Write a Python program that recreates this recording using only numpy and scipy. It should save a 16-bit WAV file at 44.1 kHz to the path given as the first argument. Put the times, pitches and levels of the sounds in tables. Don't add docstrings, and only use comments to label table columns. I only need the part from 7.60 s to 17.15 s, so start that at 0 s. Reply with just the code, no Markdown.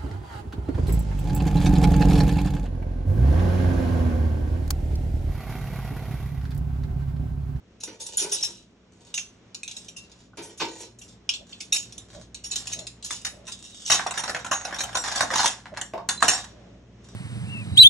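import sys
import numpy as np
from scipy import signal
from scipy.fft import rfft, irfft, next_fast_len
from scipy.io import wavfile
from scipy.ndimage import map_coordinates

SR = 44100
rng = np.random.default_rng(int(sys.argv[2]) if len(sys.argv) > 2 else 0)


def file_out(sig):
    cols = np.atleast_2d(sig).T
    lim = np.clip(cols, -1, 1)
    pcm = np.round(lim * 32767).astype(np.int16)
    wavfile.write(sys.argv[1], SR, pcm)


N = 421155
RING = np.arange(int(.34 * SR)) / SR


def amp(db):
    return 10 ** (np.asarray(db) / 20)


def unit(x):
    return x / np.sqrt(np.mean(x ** 2) + 1e-20)


def blow(x):
    return x * np.sqrt(.03 * SR / (np.mean(x ** 2) * x.shape[-1] + 1e-20))


def fade(t60):
    return amp(-60 * RING / t60)


def along(points, hz):
    f, value = np.transpose(points)
    return np.interp(np.log(hz + 1), np.log(np.sort(f) + 1), value)


def curve(rows):
    time_s, value = np.transpose(rows)
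    return np.interp(np.arange(N) / SR, time_s, value)


def wobble(rate):
    knots = rng.standard_normal(int(N * rate / SR) + 4)
    return map_coordinates(knots, [np.arange(N) * rate / SR])


def waver(rate, count=1):
    knots = rng.standard_normal((count, 64))
    return np.array([np.interp(RING * rate, np.arange(64), row) for row in knots], np.float32)


def filtered(x, response):
    n = x.shape[-1]
    m = next_fast_len(n + SR // 10, True)
    return irfft(rfft(x, m) * response(np.fft.rfftfreq(m, 1 / SR)), m)[..., :n]


def band(x, edges, order=3):
    return signal.sosfilt(signal.butter(order, edges, 'bandpass', fs=SR, output='sos'), x)


def body(x, modes):
    def response(f):
        total = 0
        for k, (centre, width, db) in enumerate(modes):
            damping = 1j * f * width
            total = total + (-1) ** k * amp(db) * damping / (centre * centre - f * f + damping)
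        return total
    return filtered(x, response)


def add(track, s, x):
    part = track[:, round(s * SR):][:, :x.shape[-1]]
    part += x[:, :part.shape[1]]


# pitch_hz, side_over_mid_db
WIDTH = [(60, -23), (200, -17), (700, -4), (1300, -6.5), (2600, -0.5), (4400, 3.5), (7000, -9.5),
         (10000, -23), (11500, -1)]


def diffuse(pair):
    mid, side = pair[0], filtered(pair[1], lambda hz: amp(along(WIDTH, hz)))
    return np.array([mid + side, mid - side])


# pitch_hz, fall_by_60_db_s
KITCHEN = [(200, 0.45), (530, 0.26), (1400, 0.26), (3700, 0.23), (9700, 0.18), (15000, 0.22)]


def kitchen(x, wet_db=-1, near_db=-3, near_t60=0.049):
    hz, t, z = signal.stft(rng.standard_normal((2, len(RING))), SR, nperseg=256)
    decay = amp(-60 * t / along(KITCHEN, hz)[:, None])
    tail = signal.istft(z * decay, SR, nperseg=256)[1][:, :len(RING)]
    tail = tail * (1 - np.exp(-RING / 0.005))
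    near = rng.standard_normal(tail.shape) ** 3 * fade(near_t60) * (RING > .001)
    tail = amp(wet_db) * tail / np.linalg.norm(tail[0])
    near = amp(near_db) * near / np.linalg.norm(near[0])
    answer = diffuse(tail + near)
    return x + signal.fftconvolve(x[None], answer, axes=1)[:, :len(x)]


# time_s, level_db
RUMBLE = [(0.0, -58), (3.99, -55.5), (4.68, -52), (6.3, -55.5), (6.46, -52.5), (7.77, -52.5), (7.85, -54),
          (9.55, -51.5)]
# pitch_hz, relative_level_db
RUMBLE_COLOUR = [(15, -35), (25, -17), (54, -5), (85, -1.5), (113, 3), (145, -12), (174, 3.5), (295, -4.5),
                 (576, -15.5), (700, -13.5), (910, -44), (1540, -120)]
# time_s, level_db
HISS = [(0, -65), (1.2, -64), (1.9, -61), (3.5, -62.5), (4.5, -60), (5.4, -60), (8.1, -63.5), (9.3, -60)]
# pitch_hz, relative_level_db
AIR = [(240, -26), (400, 2.5), (644, -9), (991, -8), (1350, -10.5), (3200, -15.5), (4750, -23), (5600, -17),
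       (6800, -20), (8500, -31.5), (14000, -72)]
# pitch_hz, level_db
HUM = [(59.5, -62.5), (119, -63.5), (178.5, -75.5)]


def background():
    def noise(colour):
        return unit(diffuse(filtered(rng.standard_normal((2, N)), lambda hz: amp(along(colour, hz)))))
    level, hiss = curve(RUMBLE), curve(HISS)
    t = np.arange(N) / SR
    hum = 0
    for hz, db in HUM:
        tone = unit(np.sin(2 * np.pi * hz * t + .7 * wobble(4)))
        hum = hum + amp(db + 1.5 * wobble(4)) * tone
    nearness = amp(2.3 * (level - level.mean()))
    rumble = amp(level + 1.1 * wobble(6.5)) * noise(RUMBLE_COLOUR)
    return rumble + nearness * hum + amp(hiss + 2.0 * wobble(7.2)) * noise(AIR)


def chatter(loose, shortest_s=0.00022, stretch=4.35):
    u = RING / (shortest_s * np.exp(stretch * np.clip(loose, 0, 1)))
    return rng.standard_normal(len(RING)) ** 3 * u * np.exp(-u)


REBOUND_S = 0.017


def touch_twice(loose, rebound_db):
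    first = unit(chatter(loose))
    second = np.pad(unit(chatter(loose)), (round(REBOUND_S * SR), 0))[:len(RING)]
    return first + amp(rebound_db) * second


# time_s, strength_db, brightness_db,
# looseness (0 = firm tap, 1 = rattling slide)
CLINKS = [(0.202, -44.5, 1.5, 0.6), (0.235, -33.5, 2, 0.21), (0.397, -36.5, 5, 0.71),
          (0.463, -37.5, 5.5, 0.5), (0.571, -24, 3, 0.79), (0.601, -29, 7.5, 0.85), (0.715, -24, 6, 0.76),
          (0.827, -26.5, 2.5, 0.71), (1.54, -32.5, 1, 0.3), (1.577, -31, -2.5, 0.079),
          (1.592, -40, -2, 0.45), (1.945, -38.5, -3, 0.093), (2.032, -40, -0.5, 0.079),
          (2.078, -38.5, -3.5, 0.064), (2.112, -41.5, -3, 0.18), (2.165, -39, -2.5, 0.42),
          (2.283, -43, -1.5, 0.39), (2.364, -41, 1.5, 0.6), (2.515, -55.5, -4.5, 0.41),
          (2.77, -47, 6, 0.54), (2.819, -43, 7, 0.75), (2.974, -44, 4, 0.72), (2.995, -36.5, -10.5, 0.82),
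          (3.176, -41.5, 4, 0.96), (3.387, -49.5, 6.5, 0.34), (3.414, -47, 0.5, 0.52),
          (3.691, -27.5, -7, 0.24), (3.736, -39, -8, 0.48), (3.924, -55, -18.5, 0.46),
          (4.003, -37, -2, 0.51), (4.121, -22.5, -1, 0.7), (4.144, -33, 6.5, 0.27),
          (4.16, -27.5, -0.5, 0.45), (4.323, -46, 0.5, 0.14), (4.379, -40.5, 0.5, 0.16),
          (4.745, -40, -3, 0.2), (4.837, -36, 2.5, 0.62), (4.91, -31, -3.5, 0.66), (4.956, -28.5, -2, 0.46),
          (4.983, -39, 2, 0.31), (5.07, -34, 0, 0.35), (5.103, -50, -6, 0.34), (5.117, -37, -3, 0.62),
          (5.133, -34, 0, 0.28), (5.189, -38, -2.5, 0.27), (5.268, -38, -2.5, 0.23),
          (5.442, -35, 4.5, 0.63), (5.614, -49, 2.5, 0.29), (5.921, -38, -2, 0.14)]
# clank_db, clink_db, sparkle_db; brightness tips it from the first to the last
CLINK_COLOUR_DB = [-5.5, -1.5, -10.5]
CLINK_KNOCK_DB = -24
CLINK_REBOUND_DB, LOOSE_REBOUND_DB = -26.5, 31.5
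# time_s, steel_db, tray_db, looseness (0-1), second_over_first_db
DROPS = [(5.507, -31, -43.5, 0.11, -5), (5.648, -28.5, -41, 0.35, -5), (5.874, -40, -47.5, 0.73, -15),
         (6.274, -32, -54.5, 0.7, -5), (6.299, -17.5, -23, 0.55, 1), (6.313, -22, -31.5, 0.86, 9),
         (6.394, -47, -28.5, 0.08, -13), (6.464, -34.5, -34, 0.48, -29), (6.509, -33.5, -36, 0, -28),
         (6.574, -28.5, -31, 0.5, -3), (6.636, -34, -34.5, 0.38, -27), (6.677, -32, -30, 0.35, 4.5),
         (6.747, -37.5, -29, 0.03, -5.5), (6.845, -37.5, -34, 0.47, -2), (6.911, -25.5, -26.5, 0.52, -1.5),
         (7.049, -34, -36, 0.46, -10), (7.078, -48, -38, 0.47, -7), (7.108, -45.5, -33.5, .3, 7),
         (7.143, -36.5, -42.5, 0.2, -6), (7.185, -27, -33.5, 0.6, 5), (7.235, -34, -37.5, 0.35, -24),
         (7.265, -54.5, -43, 0.8, 3), (7.329, -42, -36, 0.2, 3.5), (7.351, -25, -27, 0.47, -1.5),
         (7.437, -35, -33, 0.7, -1), (7.474, -36, -37, 0.5, -10), (7.517, -35.5, -38.5, 0.4, -30),
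         (7.556, -27.5, -30.5, 0.5, -2), (7.607, -24.5, -22.5, 0.1, -10), (7.704, -35.5, -29, 0.8, -3),
         (7.734, -33, -28, 0.57, -17), (7.756, -26, -25.5, 0.3, -9), (7.793, -26, -24.5, 0.79, -8.5),
         (7.841, -28, -31, 0.59, -10), (7.858, -20.5, -30, 0.1, -7.5), (8.172, -40.5, -39.5, 0.3, -20),
         (8.213, -33, -38.5, 0.2, -36), (8.489, -23, -29.5, 0.1, -16.5), (8.625, -23.5, -21.5, 0.21, -8),
         (8.68, -17, -25, 0.52, -11), (8.712, -30.5, -31.5, 0.6, -5), (8.841, -45.5, -47.5, 0.34, -23)]
# clank_db, clink_db, sparkle_db
DROP_COLOUR_DB = [-4.5, -2, -10.5]


def contacts():
    found = []
    for s, db, bright, loose in CLINKS:
        register_db = db + np.add(CLINK_COLOUR_DB, bright * np.array([-1, 0, 1]))
        rebound_db = CLINK_REBOUND_DB + LOOSE_REBOUND_DB * loose
        found.append((s, db + CLINK_KNOCK_DB, register_db, loose, rebound_db))
    for s, db, knock_db, loose, rebound_db in DROPS:
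        found.append((s, knock_db, db + np.array(DROP_COLOUR_DB), loose, rebound_db))
    return found


# pitch_hz, level_db, fall_by_60_db_s
STEEL = [(2740, -4.5, 0.12), (2920, 5.5, 0.028), (3450, -20, 0.06), (3710, -1, 0.14), (3680, 6, 0.081),
         (4340, -15, 0.24), (5530, -4, 0.28), (5820, -2, 0.13), (5726, 17, 0.022), (5900, -18, 0.072),
         (6270, 13, 0.019), (6740, -1, 0.17), (6764, 13.5, 0.03), (7390, -2, 0.24), (9600, -7.5, 0.06),
         (10050, -1, 0.064), (9260, 4, 0.04), (9950, 8, 0.17)]


def steel(loose, modes_db=-9, free_db=4, crack_t60=0.0079, buzz_db=-10.0, buzz_t60=0.27,
          scatter_db=4, size_spread=0.024, uneven_db=3):
    hz, db, t60 = np.transpose(STEEL)[:, :, None]
    scatter, detune = rng.standard_normal((2, len(STEEL), 1))
    t = RING.astype(np.float32)
    pitch = hz * (1 + size_spread * rng.standard_normal() + 0.013 * detune)
    turns = (2 * np.pi * pitch).astype(np.float32)
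    decay = np.exp(-(np.log(1000) / t60).astype(np.float32) * t)
    modes = np.sum(amp(db + scatter_db * scatter).astype(np.float32) * decay * np.sin(turns * t), 0)
    modes = modes * amp(uneven_db * waver(60)[0])
    crack, buzz = rng.standard_normal((2, len(RING))) * [fade(crack_t60), fade(buzz_t60)]
    return amp(modes_db + free_db * loose) * blow(modes) + blow(crack) + amp(buzz_db) * blow(buzz)


# low_edge_hz, high_edge_hz
REGISTERS = [(2450, 4450), (5100, 8000), (8700, 10600)]
# pitch_hz, width_hz, level_db
TRAY = [(527, 13, 3), (769, 110, 9.5), (870, 77, 9.5), (1056, 204, 6.5), (1376, 120, 8.5), (1638, 396, 7.5)]


def cutlery(thump_db=-15, choked_t60=0.55, press_range_db=24, tick_db=-21, flurry_db=7):
    out = np.zeros((2, N))
    for s, knock_db, register_db, loose, rebound_db in contacts():
        push = touch_twice(loose, rebound_db)
        pressed = np.clip(-0.5 + (knock_db - max(register_db)) / press_range_db, .01, 1)
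        ring = signal.fftconvolve(push, steel(loose) * fade(choked_t60 / pressed))[:len(RING)]
        ring = kitchen(ring, wet_db=-7.5, near_db=0.0 + flurry_db * loose, near_t60=0.06)
        for edges, db in zip(REGISTERS, register_db):
            add(out, s, amp(db) * blow(band(ring, edges, order=4)))
        landing = kitchen(push, wet_db=-3.5, near_db=-1.5, near_t60=0.08)
        tick = band(kitchen(push, wet_db=-23.0, near_db=-16.5) * fade(0.022), (11000, 15500))
        add(out, s, amp(register_db[-1] + tick_db) * blow(tick))
        spot = np.exp(0.067 * rng.standard_normal())
        knock = band(body(landing, TRAY * np.array([spot, 1, 1])), (450, 2300), order=2)
        thump = band(landing, (60, 480), order=2)
        add(out, s, amp(knock_db) * (blow(knock) + amp(thump_db) * blow(thump)))
    return out


# start_s, end_s, steel_db, plastic_beneath_db
SLIDES = [(0.22, 0.43, -60, -53), (0.365, 0.567, -47.5, -55), (0.602, 0.875, -39, -54.5),
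          (1.31, 1.424, -63, -64), (1.404, 1.524, -55.5, -64), (2.083, 2.26, -50, -63),
          (2.38, 2.664, -61, -71), (2.754, 2.933, -55, -54), (3.016, 3.259, -47, -49),
          (3.407, 3.535, -54.5, -81), (3.852, 4.01, -55.5, -66), (4.48, 4.618, -51, -57),
          (4.85, 5.15, -47.5, -55.5), (5.17, 5.253, -71, -61), (5.414, 5.574, -39.5, -68),
          (5.845, 6.25, -46.5, -65.5), (6.243, 6.3, -32.5, -58.5), (6.513, 6.81, -44, -42),
          (6.97, 7.326, -48, -43.5), (7.411, 7.69, -36, -37.5), (7.694, 7.86, -28, -37),
          (8.04, 8.079, -59, -43.5), (8.138, 8.207, -49, -37), (8.595, 8.793, -35, -39),
          (9.426, 9.542, -55.5, -64.5)]
SLIDE_EDGE_S = 0.022
SETTLE_DB, SETTLE_S = -9, 0.068


def unrest():
    t = np.arange(N) / SR
    power = np.zeros((2, N))
    for start, end, *slide_db in SLIDES:
        swell = np.clip(np.minimum(t - start, end - t) / SLIDE_EDGE_S, 0, 1)
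        power += amp(slide_db)[:, None] ** 2 * swell
    for s, knock_db, register_db, loose, _ in contacts():
        settle_db = SETTLE_DB + np.array([[max(register_db)], [knock_db]])
        add(power, s, (loose * amp(settle_db) * np.exp(-RING / SETTLE_S)) ** 2)
    return np.sqrt(power)


# pitch_hz, width_hz, level_db
BASKET = [(333, 25, 7.5), (438, 35, 8), (524, 110, 4), (926, 47, 4.5), (1493, 34, -4.5), (1890, 50, -4.5),
          (2376, 160, -7), (3260, 60, -14.5), (4600, 80, -12.5)]
BASKET_UNTIL_S = 3.6


def jostle(rate=60, spread_db=32, count=3):
    out, moving = np.zeros((2, N)), unrest()

    def held(stroke):
        return np.sqrt(np.sum(stroke ** 2) / (.03 * SR))

    for start in range(0, N, len(RING)):
        on_steel, on_plastic = moving[:, start:start + len(RING)]
        shape = (count, len(on_steel))
        touches = (rng.random(shape) < rate / SR) * amp(-spread_db * rng.random(shape))
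        ring = sum(signal.fftconvolve(touch * on_steel, steel(1.0) * fade(0.86)) for touch in touches)
        ring = band(kitchen(ring, wet_db=1.5), (2800, 8500), order=4)
        plastic = BASKET if start < BASKET_UNTIL_S * SR else TRAY
        scrape = np.pad(touches.sum(0) * on_plastic, (0, SR // 8))
        scrape = kitchen(body(scrape, plastic), wet_db=-3.5)
        scrape = band(scrape, (300, 5000), order=2)
        add(out, start / SR, held(on_steel) * blow(ring))
        add(out, start / SR, held(on_plastic) * blow(scrape))
    return out


# start_s, pitch_hz, level_db, fall_by_60_db_s
CHIMES = [(0.235, 5900, -42, 0.24), (0.571, 9445, -27, 0.17), (0.571, 10100, -27, 0.09),
          (0.573, 6890, -31, 0.16), (0.602, 5730, -38, 0.089), (0.73, 9060, -29.5, 0.12),
          (0.827, 5410, -25, 0.11), (0.826, 5660, -36, 0.07), (1.54, 6110, -37.5, 0.22),
          (1.542, 6690, -34, 0.21), (1.578, 6140, -35, 0.19), (1.541, 2850, -38, 0.043),
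          (1.541, 3780, -43, 0.036), (1.578, 2735, -39, 0.14), (1.58, 3320, -45, 0.06),
          (2.032, 2530, -39.5, 0.018), (2.08, 2880, -51, 0.22), (2.363, 2728, -45, 0.28),
          (3.414, 2750, -54.5, 0.12), (3.691, 5440, -34.5, 0.021), (3.691, 2790, -35, 0.026),
          (3.691, 3250, -31.5, 0.022), (3.738, 3500, -37, 0.074), (4.124, 3747, -27, 0.14),
          (4.123, 5660, -27.5, 0.071), (4.129, 10420, -29, 0.13), (4.16, 6730, -32, 0.13),
          (4.842, 5620, -37, 0.28), (4.911, 6830, -34, 0.13), (4.958, 7540, -38, 0.15),
          (5.129, 6510, -32.5, 0.034), (5.441, 6750, -42, 0.15), (5.92, 3770, -57, .35),
          (6.131, 3720, -48, 0.39), (6.255, 6000, -37.5, 0.23), (6.275, 3840, -42, .14),
          (6.314, 3790, -22, 0.088), (6.314, 6680, -22.5, 0.068), (6.325, 5720, -24, 0.048),
          (6.575, 8830, -36, 0.28), (6.925, 6530, -29, 0.3), (7.185, 3754, -33, 0.13),
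          (7.351, 6600, -32.5, 0.054), (7.791, 4220, -28.5, 0.18), (8.213, 7580, -39.5, 0.034),
          (8.682, 6660, -23, .16), (8.682, 9000, -25.5, 0.19), (8.576, 4060, -37.5, 0.09),
          (8.729, 5520, -28, 0.14), (8.745, 7620, -33.5, .13)]


def chimes(uneven_db=4.5, waver_per_s=70, drift=0.48):
    out = np.zeros((2, N))
    for s, hz, db, t60 in CHIMES:
        swell, slip, twin_slip = waver(waver_per_s, count=3)
        twin_hz = hz + rng.normal(0, 55)
        tone = np.sin(2 * np.pi * hz * RING + drift * slip)
        tone += 0.4 * np.sin(2 * np.pi * twin_hz * RING + drift * twin_slip)
        tone *= amp(uneven_db * swell) * fade(t60) * (1 - np.exp(-RING / 0.0011))
        add(out, s, amp(db) * blow(kitchen(tone, wet_db=-7.0, near_db=-11.5)))
    return out


def bumps(rows, modes, gain_db, loose, thud_db, note_db, note_width_hz, rattle_top_hz):
    out = np.zeros((2, N))
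    for s, db, note_hz, rattle_db in rows:
        push = kitchen(chatter(loose), wet_db=0.0)
        thud = band(push, (70, 350), order=2)
        rattle = band(push, (480, rattle_top_hz), order=4)
        box = band(body(push, modes), (100, 6000), order=2)
        note = kitchen(body(chatter(loose), [(note_hz, note_width_hz, 0)]))
        blend = blow(box) + amp(note_db) * blow(note) + amp(thud_db) * blow(thud) + amp(rattle_db) * blow(rattle)
        add(out, s, amp(db + gain_db) * blend)
    return out


# time_s, level_db (before gain_db), strongest_note_hz, rattle_over_box_db
BUMPS = [(0.27, -41, 321, 0), (0.603, -37.5, 336, -4), (0.638, -33.5, 399, -5.5), (0.869, -46.5, 346, -1.5),
         (2.772, -35.5, 337, -2), (2.998, -26.5, 893, 2), (3.01, -31, 340, -6.5), (3.2, -46.5, 361, 0)]


def basket_bumps():
    return bumps(BUMPS, BASKET, gain_db=-5.0, loose=0.89, thud_db=-11.0, note_db=0.5,
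                 note_width_hz=23, rattle_top_hz=4970)


# time_s, level_db (before tick_db)
HIGH_TICKS = [(0.571, -44.5), (0.73, -48), (4.957, -48), (5.132, -49.5), (5.65, -48), (6.314, -43.5),
              (7.236, -45.5), (7.368, -51.5), (7.858, -47), (8.487, -46.5), (8.679, -39.5)]


def high_ticks(tick_db=-2, loose=0.11):
    out = np.zeros((2, N))
    for s, db in HIGH_TICKS:
        tick = band(kitchen(chatter(loose), wet_db=-14, near_db=-1.5), (9500, 14000), order=2)
        add(out, s, amp(db + tick_db) * blow(tick))
    return out


# time_s, pitch_hz, level_db (before rap_db)
RAPS = [(1.542, 1780, -60), (1.577, 1640, -49.5), (2.733, 880, -56), (4.957, 1700, -61), (5.072, 1990, -53),
        (5.133, 1790, -47), (5.272, 2250, -57), (5.506, 1410, -38.5), (5.65, 1400, -40.5),
        (5.669, 1720, -40.5), (6.393, 1260, -41), (6.463, 717, -26.5), (6.749, 1490, -35.5),
        (6.917, 1090, -24), (7.608, 683, -27.5), (7.704, 1150, -30), (7.793, 980, -25.5),
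        (7.843, 556, -22.5), (7.858, 1150, -27), (8.625, 990, -18)]


def raps(rap_db=-1, width_share=0.19, overtone=1.706, overtone_db=-5, loose=0.22):
    out = np.zeros((2, N))
    for s, hz, db in RAPS:
        wall = [(hz, width_share * hz, 0), (overtone * hz, width_share * hz, overtone_db)]
        note = band(body(chatter(loose), wall), (350, 3500), order=2)
        add(out, s, amp(db + rap_db) * blow(kitchen(note, wet_db=-7.5, near_db=-1.5)))
    return out


# middle_s, length_s, level_db (of the rub; the shudder adds to it)
GROANS = [(3.82, 0.042, -51.5), (4.577, 0.068, -46), (5.209, 0.09, -45.5), (5.79, 0.22, -54),
          (8.132, 0.023, -39), (9.034, 0.38, -56.5)]


def groans(pitch_hz=600, width_hz=130, shudder_db=-5):
    t = np.arange(N) / SR
    stroke = sum(amp(db) * np.exp(-(2 * (t - s) / length) ** 2) for s, length, db in GROANS)
    mode = [(pitch_hz, width_hz, 0)]
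    rub = rng.standard_normal((2, N))
    groan = unit(diffuse(body(body(rub, mode), mode)))
    shudder = unit(band(rub[0], (30, 260), order=2))
    return stroke * (groan + amp(shudder_db) * shudder)


# time_s, level_db (before gain_db), strongest_note_hz, rattle_over_box_db
NUDGES = [(7.628, -23, 690, -10.5), (7.842, -30.5, 537, -9), (8.335, -23, 689, -15.5),
          (8.377, -29.5, 820, -10.5), (8.625, -18.5, 924, -16)]
# pitch_hz, width_hz, level_db
DRAWER = [(406, 330, -9), (680, 27, 3.5), (724, 11, -2), (902, 41, -1), (1060, 63, -6)]


def drawer_nudges():
    return bumps(NUDGES, DRAWER, gain_db=-6, loose=0.49, thud_db=-19.5, note_db=-14,
                 note_width_hz=34, rattle_top_hz=1500)


def scene():
    boxes = basket_bumps() + drawer_nudges()
    handled = cutlery() + raps() + high_ticks() + chimes() + jostle() + boxes + groans()
    return handled * amp([[-.5], [.5]]) + background()


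# pitch_hz, left_lead_radians
PHASE = [(100, 0), (4500, 0), (6300, .65), (8000, 1.2), (9900, 2.1), (10900, 3.05)]
TOP_HZ = 16200


def record(dry):
    shifted = filtered(dry, lambda hz: np.exp(.5j * along(PHASE, hz) * np.array([[1], [-1]])))
    return filtered(shifted, lambda hz: hz < TOP_HZ)


dry = scene()
out = record(dry)
file_out(out)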